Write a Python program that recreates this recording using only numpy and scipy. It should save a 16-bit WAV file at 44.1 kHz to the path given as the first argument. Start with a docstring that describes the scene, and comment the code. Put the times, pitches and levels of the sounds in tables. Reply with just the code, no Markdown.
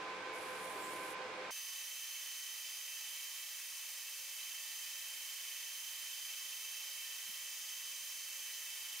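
"""Geared lathe, then six times as fast

A metal lathe runs in a workshop: meshing teeth give a tone, and their impacts ring the casing as a rattle. A
hand file takes one stroke over the spinning disc, exciting the modes of its blade. After 1.5 s every frequency
of the machine jumps sixfold, so the gear hum becomes a high whine and the rattle a hiss. File and abrasive
cloth then rub on the disc and load the gears, among a few soft handling bumps."""
import sys
import numpy as np
from scipy import signal
from scipy.fft import rfft, irfft
from scipy.io import wavfile
from scipy.ndimage import map_coordinates

SR = 44100
rng = np.random.default_rng(int(sys.argv[2]) if len(sys.argv) > 2 else 0)


def wav_record(signal):
    """Record a signal, one row per channel, as 16-bit PCM in the file named by sys.argv[1]."""
    frames = np.transpose(np.atleast_2d(signal))
    bounded = np.clip(frames, -1, 1)
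    # unit amplitude maps onto the largest positive 16-bit level
    quanta = np.round(bounded * 32767).astype(np.int16)
    wavfile.write(sys.argv[1], SR, quanta)


N = 396900
T, HZ = np.arange(N) / SR, np.arange(N // 2 + 1) * SR / N

JUMP_S, SPEEDUP = 1.508, 6
TEETH, SPINDLE_RATIO = 24, 1 / 5  # per turn of the gearbox shaft: teeth meshed, spindle turns
PRESS_RAMP_S, FILE_RAMP_S = 0.12, 0.04  # the hands ease on and off; the file bites and lifts

# Gearbox shaft speed before the speed-up, creeping upward and sagging under the tools: time_s, shaft_hz
SHAFT_SPEED = [(0, 21.333), (0.35, 21.389), (0.9, 21.327), (1.4, 21.431), (1.62, 21.389), (1.9, 21.445),
               (2.25, 21.428), (2.6, 21.481), (2.85, 21.449), (3.3, 21.535), (3.7, 21.504), (4.3, 21.508),
               (5.3, 21.522), (6.6, 21.499), (7.4, 21.553), (8.1, 21.54), (9, 21.552)]
START_SHAFT_HZ = SHAFT_SPEED[0][1]
# Stereo width and balance of the rattle at normal speed, nearly mono in the lows and wider above:
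# frequency_hz, side_minus_mid_db, left_minus_right_db
STEREO_IMAGE = [(30, -11, 0), (208, -50, 0.25), (386, -22, 0), (770, -4.5, -1.5), (1280, -5, -1.5),
                (2380, -4.5, -3.5), (9000, 0, -1)]
# File, then cloth, pressed on the disc; each grip loads the gears differently:
# start_s, end_s, rubbing_db, mesh_change_db, octave_change_db, rattle_change_db
TOOL_PRESSES = [(1.5, 3.1, -72, -0.5, 0.1, -0.33), (3.42, 4.38, -60.5, -5, -1, -.5),
                (4.55, 5.07, -57, -0.5, 0.5, -0.4), (5.7, 7.222, -70, 1, 0.7, 0),
                (7.37, 8.68, -57, -1.5, 3.1, -0.5)]


def amp(db):
    """Amplitude ratio for a level in decibels."""
    return 10 ** (np.asarray(db) / 20)


def spectra(table, hz):
    """The columns of a table, interpolated over log frequency."""
    table_hz, *columns = np.transpose(table)
    return [np.interp(np.log(hz + 1e-3), np.log(table_hz), column) for column in columns]


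def unit(x):
    """Normalisation to rms 1."""
    return x / np.sqrt(np.mean(x ** 2))


def shape(x, gain):
    """Filtering as multiplication of the spectrum by a gain."""
    return irfft(rfft(x) * gain, N)


def band(centre_hz, half_width_hz, power=2):
    """Band-pass gain; a higher power steepens the skirts."""
    return 1 / (1 + ((HZ - centre_hz) / half_width_hz) ** power)


def noise(gain):
    """Filtered Gaussian noise of rms 1."""
    return unit(shape(rng.standard_normal(N), gain))


def drift(rate_hz):
    """Slow random fluctuation: low-passed noise of rms 1."""
    return noise(np.exp(-(HZ / rate_hz) ** 2))


def ring(hz, half_width_hz):
    """A resonance sustained by random excitation."""
    return noise(band(hz, half_width_hz) ** (2 / 3))


def grit(spread_db):
    """Dense tiny impacts of uneven strength, merging into white noise."""
    return unit(rng.standard_normal(N) * amp(spread_db * np.minimum(rng.exponential(size=N), 4)))


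def tone(cycles, db):
    """A sinusoid of the given rms level."""
    return np.sqrt(2) * amp(db) * np.sin(2 * np.pi * cycles)


def held(start_s, end_s, ramp_s):
    """Trapezoidal envelope, at half height at its start and end times."""
    return np.clip(np.minimum(T - start_s, end_s - T) / ramp_s + 0.5, 0, 1)


def pan(db):
    """Channel gains for a left-minus-right level difference."""
    gains = amp(np.array([[1], [-1]]) * db / 2)
    return gains / gains.mean(axis=0)


def widen(mid, side):
    """Left and right as the sum and difference of mid and side."""
    return np.array([mid + side, mid - side])


def motor_hum(speedup, mains_hz=49.8):
    """The motor vibrates at twice the mains frequency, here multiplied by the speed-up."""
    return tone(2 * mains_hz * np.cumsum(speedup) / SR, -82.5)


def handling_bumps(relative_half_width=0.16, gain_db=-4):
    """Damped vibration: tools put down and picked up give dull thuds that decay exponentially."""
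    # Soft impacts: start_s, relative_level_db, centre_hz, t60_s
    impacts = [(3.488, -84, 175, .2), (5.202, -76, 230, 0.074), (7.162, -78, 215, .15),
               (7.274, -65, 212, 0.15), (7.339, -84, 150, .1), (8.014, -81, 245, 0.34),
               (8.18, -80, 250, .3), (8.29, -82, 190, .25), (8.67, -80, 200, 0.22), (8.8, -78, 199, .15)]
    out = 0
    for start_s, db, hz, t60_s in impacts:
        age = np.maximum(T - start_s, 0)
        body = noise(band(hz, relative_half_width * hz))
        soft_contact = 1 - np.exp(-age / 0.003)
        decay = np.exp(-np.log(1000) * age / t60_s)
        out = out + amp(db + gain_db) * body * soft_contact * decay
    return out


def file_tip_sizzle(hz=15000, half_width_hz=450, level_db=-64):
    """Friction of the file edge on the rim of the disc briefly excites a very high resonance of the file tip."""
    force = amp(level_db) * held(start_s=4.6, end_s=5.04, ramp_s=FILE_RAMP_S)
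    return pan(-1) * force * widen(ring(hz, half_width_hz), amp(-12) * ring(hz, half_width_hz))


def abrasive_rubbing():
    """Friction noise: abrasive grains strike the spinning disc and hiss while the hands press."""
    # Spectrum of the friction: frequency_hz, relative_level_db
    friction_spectrum = [(300, -65), (1500, -34), (4000, -7.5), (7000, 8), (10000, -0.5), (12000, -2.5),
                         (15000, 0)]
    colour = amp(spectra(friction_spectrum, HZ)[0])
    force = sum(amp(db) * held(start, end, PRESS_RAMP_S) for start, end, db, *_ in TOOL_PRESSES)
    mid, side = (unit(shape(grit(spread_db=5.5), colour)) for _ in range(2))
    return pan(-2.5) * force * widen(mid, amp(-6) * side) * (T >= JUMP_S)


def file_stroke(start_s=0.334, end_s=1.138, start_db=-60, lean_db_per_s=3, uneven_db=2.0):
    """Modal excitation: file teeth rasp on the disc, and the sliding contact wakes mode after mode."""
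    # Modes of the file blade: frequency_hz, half_width_hz, relative_level_db
    blade_modes = [(7500, 250, 10), (8140, 330, -1.5), (9150, 190, -3.5), (9700, 160, -4),
                   (10730, 140, -3.5)]
    force = held(start_s, end_s, FILE_RAMP_S) * amp(start_db + lean_db_per_s * (T - start_s))
    # The contact favours high modes at either end of the stroke, lower ones around a turning point.
    end_hz, turn_hz, reach_hz = 10750, 8450, 800
    turn_s, approach_s, leave_s = 0.88, 0.27, 0.1
    near_turn = np.exp(-np.abs(T - turn_s) / np.where(T < turn_s, approach_s, leave_s))
    favoured_hz = end_hz + (turn_hz - end_hz) * near_turn
    top_mode_db = -6 - 30 * np.abs(T - 0.82)  # the highest mode is strongest in mid stroke
    bite = amp(uneven_db / 2 * drift(rate_hz=25))
    shares = [amp(db + uneven_db * drift(rate_hz=16)) / (1 + ((hz - favoured_hz) / reach_hz) ** 2)
              for hz, _, db in blade_modes]
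    contacts = []
    for _ in range(2):
        rasp = unit(shape(grit(spread_db=5), band(9000, 4000, power=4)))
        blade = sum(share * ring(hz, width) for share, (hz, width, _) in zip(shares, blade_modes))
        top_mode = amp(top_mode_db) * ring(hz=13900, half_width_hz=220)
        contacts.append(force * unit(bite * rasp + blade + top_mode))
    mid, side = contacts
    shudder = force * amp(-23) * noise(band(80, 28, power=4))  # the work shakes under the file
    return pan(-2.2) * widen(mid, amp(-4.5) * side) + shudder


def shaft_lines(turns, waver_db=2.5, pan_scatter=1.5):
    """Rotational orders: uneven teeth and bearings radiate weak tones at multiples of the shaft speed."""
    # Whole orders from uneven teeth: shaft_multiple, level_db
    tooth_errors = [(3, -97.1), (14, -70.9), (15, -70.4), (17, -72.7), (19, -73.4), (23, -66.7),
                    (27, -72.3), (29, -74.7), (31, -67.9), (33, -71.9), (35, -74.2), (36, -74.9),
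                    (37, -64.1), (38, -74.6), (39, -73.6), (42, -69.9), (43, -73.2), (51, -74.1),
                    (57, -72.3), (74, -73.5)]
    # Fractional orders from bearings and the other gear pairs: shaft_multiple, level_db
    bearing_orders = [(6.62, -81), (8.59, -78), (9.28, -81.5), (15.19, -73), (19.5, -73.5), (20.44, -67),
                      (20.69, -71), (38.34, -69.5), (69.38, -79), (74.69, -77.5), (103.44, -77.5)]
    out = 0
    for multiple, db in tooth_errors + bearing_orders:
        waver = np.interp(T, np.linspace(0, T[-1], 60), rng.standard_normal(60))
        _, balance_db = spectra(STEREO_IMAGE, multiple * START_SHAFT_HZ)
        pan_db = balance_db * (1 + pan_scatter * rng.standard_normal())
        out = out + pan(pan_db) * tone(multiple * turns + rng.random(), db + waver_db * waver)
    return out


def gear_rattle(turns, speedup, ripple, repeat_db=-18, throb_depth=0.036):
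    """Impact noise: teeth and rollers knock densely and ring the casing, giving a peaked spectrum."""
    # Spectral density of the rattle at normal speed: frequency_hz, density_db
    rattle_spectrum = [(8.0, -118.9), (17.0, -116.9), (50.0, -112.3), (80.0, -112.6), (150.0, -92),
                       (260.0, -92), (380.0, -83), (560.0, -84), (1100.0, -84.5), (1900.0, -84),
                       (2400.0, -82), (5000.0, -93), (9000.0, -105.1), (15000.0, -123.2)]
    # Peaks in the rattle at normal speed, including noisy bands around the gear tone and its octave:
    # centre_hz, width_hz, lift_db
    rattle_peaks = [(67, 3.4, -1.5), (78.7, 5.7, 17.5), (90.4, 10.5, 15.5), (142, 2.1, -3.5), (179, 13, 7),
                    (213, 6.2, 3.5), (252, 3.7, 6.5), (274.7, 13, 5.5), (300.8, 8.6, 9.5),
                    (331.4, 7.5, 7.5), (371.7, 23.5, 4.5), (395.3, 4.9, 9), (420.3, 6.6, 6.5),
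                    (443.3, 8.7, 13), (499, 4.3, 12), (524, 22, 8.5), (581, 4.9, 6.5), (615, 7.4, 4.5),
                    (640, 10, 3.5), (668.4, 10, 6), (777, 21, 4), (800, 10, 3.5), (810, 6.4, 2),
                    (930, 48, 6), (1021.7, 18, 10.5), (1120, 43, 7.5), (1245, 28, 4), (1543, 39, 8.5),
                    (1613, 14, 4.5), (2230, 9.1, 9.5), (2290, 12, 2), (2390, 37, 1.5), (2640, 180, -5)]
    hz = HZ / speedup
    db = spectra(rattle_spectrum, hz)[0] + np.interp(hz, *ripple)
    db -= 10 * np.log10(speedup)  # the same power spreads over a wider band
    for centre_hz, width_hz, lift_db in rattle_peaks:
        db += lift_db / (1 + (2 * (hz - centre_hz) / width_hz) ** 2)
    # Part of the knocking repeats with every turn of the shaft.
    one_turn = rng.standard_normal(int(SR / START_SHAFT_HZ / speedup))
    repeating = map_coordinates(one_turn, [turns % 1 * len(one_turn)], order=3, mode="grid-wrap")
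    throb = 1 + throb_depth * np.sin(2 * np.pi * SPINDLE_RATIO * turns)
    knocks = throb * (grit(spread_db=2.0) + amp(repeat_db) * repeating)
    side_db, pan_db = spectra(STEREO_IMAGE, hz)
    side = shape(rng.standard_normal(N), amp(side_db))
    return shape(widen(knocks, side), amp(db) * np.sqrt(SR / 2) * pan(pan_db))


def gear_levels(shaft_hz, octave_fall_db_per_hz=40):
    """Load and speed set the levels of the mesh tone and its octave, and the gains of rattle and beats."""
    # Slow swells of the mesh tone and beats at normal speed: time_s, half_width_s, lift_db
    surges = [(.2, 0.11, 5), (.54, 0.13, 9), (1.27, 0.22, 9)]
    surge_db = sum(db * np.exp(-((T - time_s) / width_s) ** 2) for time_s, width_s, db in surges)
    mesh_change, octave_change, rattle_change = sum(
        np.outer(changes_db, held(start, end, PRESS_RAMP_S))
        for start, end, _, *changes_db in TOOL_PRESSES)
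    rattle_gain_db = -0.15 + rattle_change
    mesh_db = np.where(T >= JUMP_S, -55.5 + mesh_change, -66.5 + surge_db)
    beat_gain_db = np.where(T >= JUMP_S, -0.6 + 0.15 * mesh_change, -2 + surge_db)
    # The octave starts on a casing resonance and slides off it as the shaft creeps faster.
    octave_db = -50 - octave_fall_db_per_hz * (shaft_hz - START_SHAFT_HZ) + octave_change
    return rattle_gain_db, mesh_db, octave_db, beat_gain_db


def gear_whine(turns, mesh_db, octave_db, beat_gain_db, runout_cycles=0.0315, sway_cycles=0.0215):
    """Phase modulation: off-centre wheels make the teeth mesh early and late, so the whine warbles."""
    # Tones of other wheels beating against the whine: offset_shaft_multiple, level_db
    sidebands = [(-.264, -65), (.2, -69), (.34, -70.5)]
    mesh_cycles = TEETH * turns
    spindle_angle = 2 * np.pi * SPINDLE_RATIO * turns
    warbled = mesh_cycles + runout_cycles * np.sin(spindle_angle) + sway_cycles * np.sin(np.pi * turns)
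    tooth_load = 1 + 0.2 * np.cos(spindle_angle)  # the teeth bear harder once a spindle turn
    fundamental = tooth_load * tone(warbled, mesh_db)
    beats = sum(tone(mesh_cycles + offset * turns, db + beat_gain_db) for offset, db in sidebands)
    octave = tone(2 * warbled, octave_db)
    third = tone(3 * warbled, octave_db - 14)
    return pan(-8.0) * fundamental + pan(-0.95) * beats + pan(-1.5) * octave + pan(-3.5) * third


def scene():
    """Superposition of the hand tools and the machine, first at normal speed, then six times as fast."""
    fast = T >= JUMP_S
    speedup = np.where(fast, SPEEDUP, 1)
    hunting = 0.01805 * drift(rate_hz=5.05) * fast  # the drive wanders around its speed
    shaft_hz = np.interp(T, *np.transpose(SHAFT_SPEED)) + hunting  # before the speed-up
    turns = np.cumsum(shaft_hz * speedup) / SR
    rattle_gain_db, mesh_db, octave_db, beat_gain_db = gear_levels(shaft_hz)
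    # Countless small panel and room resonances ripple the spectrum: frequency_hz, lift_db
    ripple = np.arange(0, 2800, 7), 1.6 * rng.standard_normal(400)
    rattle = np.where(fast, gear_rattle(turns, SPEEDUP, ripple), gear_rattle(turns, 1, ripple))
    whine = gear_whine(turns, mesh_db, octave_db, beat_gain_db)
    machine = amp(rattle_gain_db) * rattle + whine + shaft_lines(turns) + motor_hum(speedup)
    return machine + file_stroke() + abrasive_rubbing() + file_tip_sizzle() + handling_bumps()


def record(dry):
    """Band limiting: a steep elliptic low-pass removes the treble above 15.7 kHz."""
    return signal.sosfilt(signal.ellip(12, 0.1, 80, 15700, fs=SR, output="sos"), dry)


dry = scene()
out = record(dry)
wav_record(out)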